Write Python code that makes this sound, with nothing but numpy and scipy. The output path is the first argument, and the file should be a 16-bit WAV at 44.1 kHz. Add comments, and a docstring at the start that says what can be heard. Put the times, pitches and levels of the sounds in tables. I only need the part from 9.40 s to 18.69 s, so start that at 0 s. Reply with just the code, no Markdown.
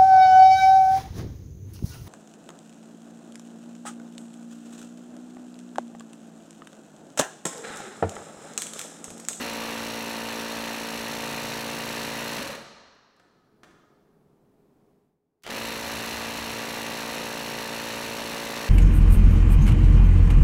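"""In a live workshop, a cordless impact wrench hammers on the bolt of a tension tester clamped to a wooden bench.
Each blow, about 57 a second, excites the bench modes; the loose socket chatters on the nut until the next blow.
The hammer runs down with stray blows, the tool is shifted with clacks and ticks, and a second burst starts.
Impulses and noise drive minimum-phase resonant filters; a decaying noise tail forms the room.
Ventilation noise lies beneath, and the level of the whole scene swells and sinks between the bursts."""
import sys
import numpy as np
from scipy import signal
from scipy.fft import rfft, irfft
from scipy.io import wavfile
from scipy.ndimage import uniform_filter1d

SR = 44100
rng = np.random.default_rng(int(sys.argv[2]) if len(sys.argv) > 2 else 0)


def output_pcm(signal):
    """Save a mono or channel-first signal as 16-bit PCM at the path in sys.argv[1].

    Samples are clipped to [-1, 1] before scaling.
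    """
    pcm = np.clip(np.atleast_2d(signal).T, -1, 1) * 32767
    wavfile.write(sys.argv[1], SR, np.round(pcm).astype(np.int16))


N = 409688
TIME = np.arange(N) / SR
FULL_RATE_HZ = 56.8  # blows per second at full speed

# Hammer speed in each burst, from its first blow. Each row: time in seconds, rate in blows per second.
SPEED_FIRST = [(0.002, 56.89), (0.7, 56.83), (1.5, 56.8), (2.3, 56.83), (2.97, 56.77), (3.05, 39.65),
               (3.16, 11.84)]
SPEED_SECOND = [(6.096, 42.4), (6.16, 57.18), (6.3, 56.48), (6.7, 56.96), (7.2, 56.92), (7.8, 56.77),
                (8.5, 56.75), (9.29, 56.65)]
# Seats the socket takes on the nut. Each row: start in seconds, thump level in dB,
# extra boom of the lowest bench mode in dB, chatter level in dB, drone level in dB, all relative.
SEATS = [(0, -39.5, 2.2, -38, -70), (1.7, -40, 0.5, -37, -51.5), (6, -37.5, 0.5, -33, -60.5),
         (7.15, -36.5, -1.4, -33.5, -53.5)]


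def amp(db):
    """Level law: decibels to an amplitude ratio."""
    return 10 ** (np.asarray(db) / 20)


def evened(x):
    """Normalisation by effective value: scales to rms 1."""
    return x / np.sqrt(np.mean(x ** 2) + 1e-20)


def curve(rows):
    """Linear interpolation of a time table at every sample."""
    return np.interp(TIME, *np.transpose(rows))


def read(points, hz, peaks=()):
    """Source spectrum: decibels on a log-frequency axis, with resonance humps added on top."""
    f, value = np.transpose(points)
    level = np.interp(np.log(hz + 1), np.log(f + 1), value)
    for centre_hz, width_hz, db in peaks:
        level = level + db / (1 + (2 * (hz - centre_hz) / width_hz) ** 2)
    return level


def bins(size=8192):
    """Discrete spectrum: the frequencies in Hz on which filters are drawn."""
    return np.fft.rfftfreq(size, 1 / SR)


def causal(db):
    """Minimum phase: the Hilbert transform of the log gain gives a response that starts at once, energy 1."""
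    log_gain = np.log(amp(np.maximum(db - db.max(), -80)))
    both_sides = np.r_[log_gain, log_gain[-2:0:-1]]
    response = np.fft.ifft(np.exp(signal.hilbert(both_sides).conj())).real
    response = response[:len(response) // 2]
    return response / np.linalg.norm(response)


def ring(x, response):
    """Linear superposition: convolves a drive with an impulse response."""
    return signal.oaconvolve(x, response)[:N]


def clicks(times, sizes):
    """Impulsive excitation: single-sample impulses at the given times in seconds."""
    places = np.clip(np.round(times * SR), 0, N).astype(int)
    return np.bincount(places, sizes, N + 1)[:N]


def crack(decay_s, spike, size=1024):
    """Impact: a sharp contact, then dense decaying ringing, with a nearly flat spectrum and energy 1."""
    t = np.arange(size) / SR
    burst = rng.standard_normal(size) * np.exp(-t / decay_s)
    burst = burst / np.linalg.norm(burst) + spike * (t == 0)
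    spectrum = rfft(burst, 2 * size)
    smooth_power = uniform_filter1d(abs(spectrum) ** 2, size=12)
    burst = irfft(spectrum / np.sqrt(smooth_power))[:size]
    return burst / np.linalg.norm(burst)


def knocks(hits, decay_s, spike):
    """Isolated impacts: each hit (seconds, dB, colour in dB) is a short filtered steel crack."""
    out = np.zeros(N)
    for start_s, db, colour in hits:
        sound = amp(db) * signal.fftconvolve(crack(decay_s, spike), causal(colour))
        part = out[round(start_s * SR):][:len(sound)]
        part += sound[:len(part)]
    return out


def moments(offset, every):
    """Rate integrated to phase: times in both bursts at which the cycle, counted in blows, passes a point."""
    times = []
    for speed in (SPEED_FIRST, SPEED_SECOND):
        live = (TIME >= speed[0][0]) & (TIME <= speed[-1][0])
        blows = np.cumsum(curve(speed)[live]) / SR
        times.append(np.interp(np.arange(offset, blows[-1], every), blows, TIME[live]))
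    return np.concatenate(times)


def seated(values):
    """Contact geometry: one value for each seat of the socket, sliding from seat to seat."""
    slide_s = .3
    out = values[0]
    for step, seat in zip(np.diff(values), SEATS[1:]):
        out = out + step * np.clip((TIME - seat[0]) / slide_s + .5, 0, 1)
    return out


def slack():
    """Impact strength follows speed: the share of the full speed that the hammer lacks."""
    return np.maximum(1 - curve([*SPEED_FIRST, *SPEED_SECOND]) / FULL_RATE_HZ, 0)


def envelope(rows):
    """Amplitude modulation: linear attack, hold and exponential release for each stretch (start, end, dB)."""
    attack_s, release_s = 0.02, .05
    out = 0
    for start, end, db in rows:
        rise = np.clip((TIME - start) / attack_s, 0, 1)
        out = out + amp(db) * rise * np.exp(-np.maximum(TIME - end, 0) / release_s)
    return out


def thumps(jitter_s=.00004, scatter_db=0.67, limp=0.031, spread_s=0.003217, lead_s=0.00477,
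           rebound_s=0.00433, touch=0.17, level_db=1.5, slow_db=-13):
    """Modal excitation: every blow shakes tester and bench; the two hammer jaws strike unequally."""
    # Colour of bench and tester. Each row: frequency in Hz, relative density in dB per Hz.
    bench_colour = [(20, -37.5), (52, -20.5), (110, -19.5), (170, -19), (600, -18.5), (1400, -23),
                    (1650, -23), (3200, -43), (16000, -89.5)]
    # Their modes, lowest first. Each row: centre in Hz, width in Hz, height above the colour in dB.
    bench_modes = [(242.6, 109, 20.5), (452, 92, 9.5), (565, 96, 12), (708, 96, 8.5), (904, 37, 9),
                   (968, 80, 13.5), (1159, 120, 11.5), (1530, 85, 6)]
    times = moments(0, 1)
    late, size = rng.standard_normal((len(times), 2)).T
    jaw_size = 1 + limp * (-1) ** np.arange(len(times))
    # a time before the opening is mirrored to just after it
    blows = clicks(abs(times - lead_s + jitter_s * late), amp(scatter_db * size) * jaw_size)

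    hz, out = bins(), np.zeros(N)
    # the upper modes answer a little after the lowest ones
    delay_s = spread_s * np.minimum(hz / 1000, 1)
    lag = np.exp(-2j * np.pi * np.cumsum(delay_s) * hz[1])
    # all-pass echo: first touch, main strike, then ever weaker rebounds
    bounce = np.exp(-2j * np.pi * hz * rebound_s)
    lag = lag * (touch + bounce) / (1 + touch * bounce)

    boom_hz, boom_width, _ = bench_modes[0]
    for (_, db, boom_db, _, _), this_seat in zip(SEATS, np.eye(len(SEATS))):
        modes = [*bench_modes, (boom_hz, boom_width, boom_db)]
        response = causal(read(bench_colour, hz, modes))
        response = irfft(rfft(response, 2 * len(response)) * lag)
        out += amp(db) * ring(blows * seated(this_seat), response)
    # a slow hammer hits softer: slow_db is the loss at standstill
    return out * np.sqrt(SR / FULL_RATE_HZ) * amp(level_db + slow_db * slack())


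def chatter(jitter_s=.00011, scatter_db=1.67, decay_s=0.0021, spike=0.7, loose=0.48,
            loose_decay_s=0.0027, steady_hz=1100, level_db=-1.5, slow_db=-4):
    """Repeated contact: the socket hits nut and anvil at set points of the cycle, part same ring, part rattle."""
    # Steel contacts after every blow. Each row: share of the time to the next blow,
    # relative level in dB, brightness in dB per octave.
    contacts = [(.02, -6.5, -4), (.235, -2.5, .5), (.28, -3, -2.5), (.406, 0.3, -.5), (.45, -4.5, 0),
                (.51, -5, -0.5), (.63, -3, 3), (.75, -5.5, .5), (.865, 0, -1.5)]
    # The two jaws in turn. Each row: relative level in dB, brightness in dB per octave.
    jaws = [(1.3, -.5), (0.4, .5)]
    # Colour of socket, anvil and housing. Each row: frequency in Hz, relative density in dB per Hz.
    steel_colour = [(25, -15), (55, -8.5), (90, -7), (200, -4.5), (330, -4), (520, -4), (800, -3),
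                    (1400, -4), (2400, -5), (3350, -10.5), (5000, -11.5), (8500, -14.5), (11000, -12),
                    (16000, -18)]
    # Their resonances. Each row: centre in Hz, width in Hz, height above the colour in dB.
    steel_modes = [(1772, 250, 5.6), (1984, 71, 4.8), (2770, 840, 9.1), (3670, 170, 5.2), (4160, 780, 10.9),
                   (5610, 440, 7.2), (6300, 750, 6.3), (7630, 300, 6.6), (10300, 1100, 0.91)]
    hz, out, energy = bins(), np.zeros(N), 0
    steel_db = read(steel_colour, hz, steel_modes)
    octaves = np.log2(np.clip(hz, 1000, 12000) / 3000)
    # energy decay of the rattle after each hit
    fade = np.exp(-2 * np.arange(len(hz) // 4) / SR / loose_decay_s)
    # energy share that repeats from hit to hit; the low rattle never does
    same = (1 - loose) / (1 + (steady_hz / (hz + 1)) ** 4)

    for jaw, (jaw_db, jaw_bright_db) in enumerate(jaws):
        for offset, db, bright_db in contacts:
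            times = moments(jaw + offset, 2)
            late, size = rng.standard_normal((len(times), 2)).T
            hits = clicks(times + jitter_s * late, amp(db + jaw_db + scatter_db * size))
            colour = amp(steel_db + (bright_db + jaw_bright_db) * octaves)
            colour = colour / np.linalg.norm(amp(steel_db))
            same_ring = ring(hits, crack(decay_s, spike))
            rattle_power = abs(ring(hits ** 2, fade / fade.sum()))
            rattle = np.sqrt(rattle_power) * rng.standard_normal(N)
            for drive, share in ((same_ring, same), (rattle, 1 - same)):
                gain = colour * np.sqrt(share) + 1e-9
                out += np.linalg.norm(gain) * ring(drive, causal(20 * np.log10(gain)))
            energy += amp(db + jaw_db) ** 2
    seat_db = seated([db for _, _, _, db, _ in SEATS])
    return out * np.sqrt(2 * SR / FULL_RATE_HZ / energy) * amp(level_db + seat_db + slow_db * slack())


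def drone(waver=0.51, decay_s=0.19, level_db=-3.0):
    """Harmonic resonance: a bench-top mode at five times the turn rate, kept swinging by the unequal jaws."""
    times = moments(0, 2)  # one turn is two blows
    t = np.arange(SR // 4) / SR
    mode = np.sin(2 * np.pi * (5 * FULL_RATE_HZ / 2) * t) * np.exp(-t / decay_s)
    pushes = clicks(times, 1 + waver * rng.standard_normal(len(times)))
    return evened(ring(pushes, mode)) * amp(level_db + seated([db for *_, db in SEATS]))


def stray_blows(level_db=15):
    """Separate impacts: single blows of a hammer that turns too slowly to keep its beat."""
    # Blows as the hammer runs down or first catches. Each row: time in seconds, relative level in dB.
    strays = [(3.103, -38), (3.107, -38), (3.114, -38), (3.149, -34), (6.065, -25.5), (6.076, -26),
              (6.09, -30), (6.101, -26), (6.108, -39), (6.123, -27)]
    # Their colour. 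Each row: frequency in Hz, relative density in dB per Hz.
    stray_colour = [(100, -14), (600, 3), (1300, -2.5), (2000, -1), (5000, -9), (15000, -26)]
    colour = read(stray_colour, bins())
    return amp(level_db) * knocks([(s, db, colour) for s, db in strays], decay_s=0.0034, spike=0.3)


def motor(whirr_hz=3050, width_hz=700):
    """Filtered noise: gears whirr as the motor takes up speed; the housing buzzes while the hammer turns slowly."""
    # Housing resonances. Each row: centre in Hz, width in Hz, height in dB.
    housing = [(222, 28, 17.5), (551, 89, 13), (1880, 170, 5.5)]
    # The motor spins up before the hammer catches. Each row: start and end in seconds, relative level in dB.
    spin_up = [(6.035, 6.11, -44)]
    # The slow hammer drags on its cam. Each row: start and end in seconds, relative level in dB.
    drags = [(2.975, 3.15, -42), (6.055, 6.2, -42.5)]
    # both colours in (Hz, relative dB per Hz)
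    whirr_colour = [(100, 4.0), (1500, -1.0), (6000, -12), (15000, -27)]
    buzz_colour = [(30, -19), (200, 1.0), (1500, 0), (4000, -15.5), (15000, -31)]
    whirr_response = causal(read(whirr_colour, bins(), [(whirr_hz, width_hz, 14)]))
    buzz_response = causal(read(buzz_colour, bins(), housing))
    whirr = ring(rng.standard_normal(N), whirr_response) * envelope(spin_up)
    buzz = ring(rng.standard_normal(N), buzz_response) * envelope(drags)
    return whirr + buzz


def rumble():
    """Low-frequency random vibration: the bench shudders while the tool rocks."""
    # The tool rocks until the socket settles. Each row: start and end in seconds, relative level in dB.
    rocking = [(6.2, 7.08, -51)]
    # Colour of the rumble. Each row: frequency in Hz, relative density in dB per Hz.
    rumble_colour = [(15, -24), (45, -6), (75, 6), (120, -6), (300, -11), (1000, -51)]
    return ring(rng.standard_normal(N), causal(read(rumble_colour, bins()))) * envelope(rocking)


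def clacks(level_db=15):
    """Impact on a resonant body: the socket knocks on the nut as the tool is shifted and set back."""
    # Each row: time in seconds, relative level in dB.
    shifts = [(3.797, -54), (4.233, -51), (4.243, -56.5), (4.31, -65)]
    # Colour of the clack. Each row: frequency in Hz, relative density in dB per Hz.
    clack_colour = [(60, -6), (250, 3), (900, -5.5), (1500, -1.5), (2600, -8), (3500, -11), (7000, -16),
                    (15000, -31.5)]
    # Its modes. Each row: centre in Hz, width in Hz, height above the colour in dB.
    clack_modes = [(714, 60, 5), (1290, 200, 7), (1710, 250, 5), (3360, 350, 5), (6050, 250, 5)]
    colour = read(clack_colour, bins(), clack_modes)
    return amp(level_db) * knocks([(s, db, colour) for s, db in shifts], decay_s=.005, spike=0.22)


def ticks(level_db=15):
    """Band-limited impacts: each small tick of socket or trigger sounds in its own band."""
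    # Each row: time in seconds, relative level in dB, band centre in Hz, band width in octaves.
    small_ticks = [(3.55, -79, 10000, .25), (3.765, -72, 7000, .3), (6.023, -60, 2500, 1),
                   (6.035, -40.5, 5000, .5), (6.038, -39, 2000, .5)]
    hits = []
    for start_s, db, centre_hz, width in small_ticks:
        distance = np.log2((bins() + 1) / centre_hz) / width
        hits.append((start_s, db, -10 * np.log10(1 + distance ** 2)))
    return amp(level_db) * knocks(hits, decay_s=.0037, spike=.3)


def workshop(x, build_s=0.0084):
    """Reverberation: a dense noise tail whose decay time and strength depend on frequency."""
    # Reverberation time. Each row: frequency in Hz, time to fall by 60 dB in seconds.
    room_t60 = [(120, 1.5), (230, 1.05), (400, 0.99), (1200, 1.56), (2500, 1.15), (5000, 1.4), (8000, 0.76),
                (14000, 0.35)]
    # Strength of the echo. 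Each row: frequency in Hz, relative level in dB.
    room_send = [(100, -2.5), (500, 0.5), (1500, -4), (2700, -8), (4200, -5.5), (8000, -5), (14000, -9.5)]
    hz, t, noise = signal.stft(rng.standard_normal(2 * SR), SR, nperseg=256)
    t60 = read(room_t60, hz)[:, None]
    fall = np.exp(-np.log(1000) * t / t60) * (1 - np.exp(-t / build_s))
    fall /= np.sqrt((fall ** 2).sum(1, keepdims=True) * t[1] * SR)  # equal energy in every band
    tail = signal.istft(noise * fall * amp(read(room_send, hz))[:, None], SR, nperseg=256)[1]
    # the last second is played in ahead, so the room already rings at the opening
    return signal.fftconvolve(np.r_[x[-SR:], x], tail)[SR:SR + N]


def air(level_db=-75.5):
    """Duct resonance: broadband ventilation noise coloured by its duct."""
    # Colour of the ventilation. Each row: frequency in Hz, relative density in dB per Hz.
    air_colour = [(25, -15), (60, -14.5), (100, -12), (150, -3.5), (230, -4.5), (400, -8), (550, -14),
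                  (800, -16.5), (1500, -29), (3000, -37.5), (6000, -41), (15000, -42)]
    # Duct resonances. Each row: centre in Hz, width in Hz, height above the colour in dB.
    duct = [(145, 20, 2), (411, 22, 11)]
    return amp(level_db) * ring(rng.standard_normal(N), causal(read(air_colour, bins(), duct)))


def scene(thump_wet_db=-11, knock_wet_db=3.5, clack_wet_db=5.5):
    """Superposition of direct and reverberant sound: bench, steel and handling share one room."""
    bench = thumps() + drone() + motor() + rumble()
    steel = chatter()
    knocking = stray_blows() + ticks()
    clacking = clacks()
    into_room = amp(thump_wet_db) * bench + steel
    into_room = into_room + amp(knock_wet_db) * knocking + amp(clack_wet_db) * clacking
    return (bench + steel + knocking + clacking + workshop(into_room) + air())[None]


def record(dry, ceiling=0.076, edge_hz=15830):
    """Gain, saturation, band limit: the level swells between bursts, peaks are rounded, the top is cut off."""
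    # Gain of the whole scene, highest while the tool rests. Each row: time in seconds, gain in dB.
    swell = [(3.2, 2.5), (3.7, 5.5), (4.25, 13), (5.5, 13.5), (5.65, 8.5), (5.8, -1.5)]
    x = dry * amp(curve(swell))
    x = x / (1 + (x / ceiling) ** 4) ** (1 / 4)
    low_pass = signal.firwin(511, edge_hz, window=("kaiser", 9), fs=SR)
    return signal.oaconvolve(x, low_pass[None], "same")


dry = scene()
out = record(dry)
output_pcm(out)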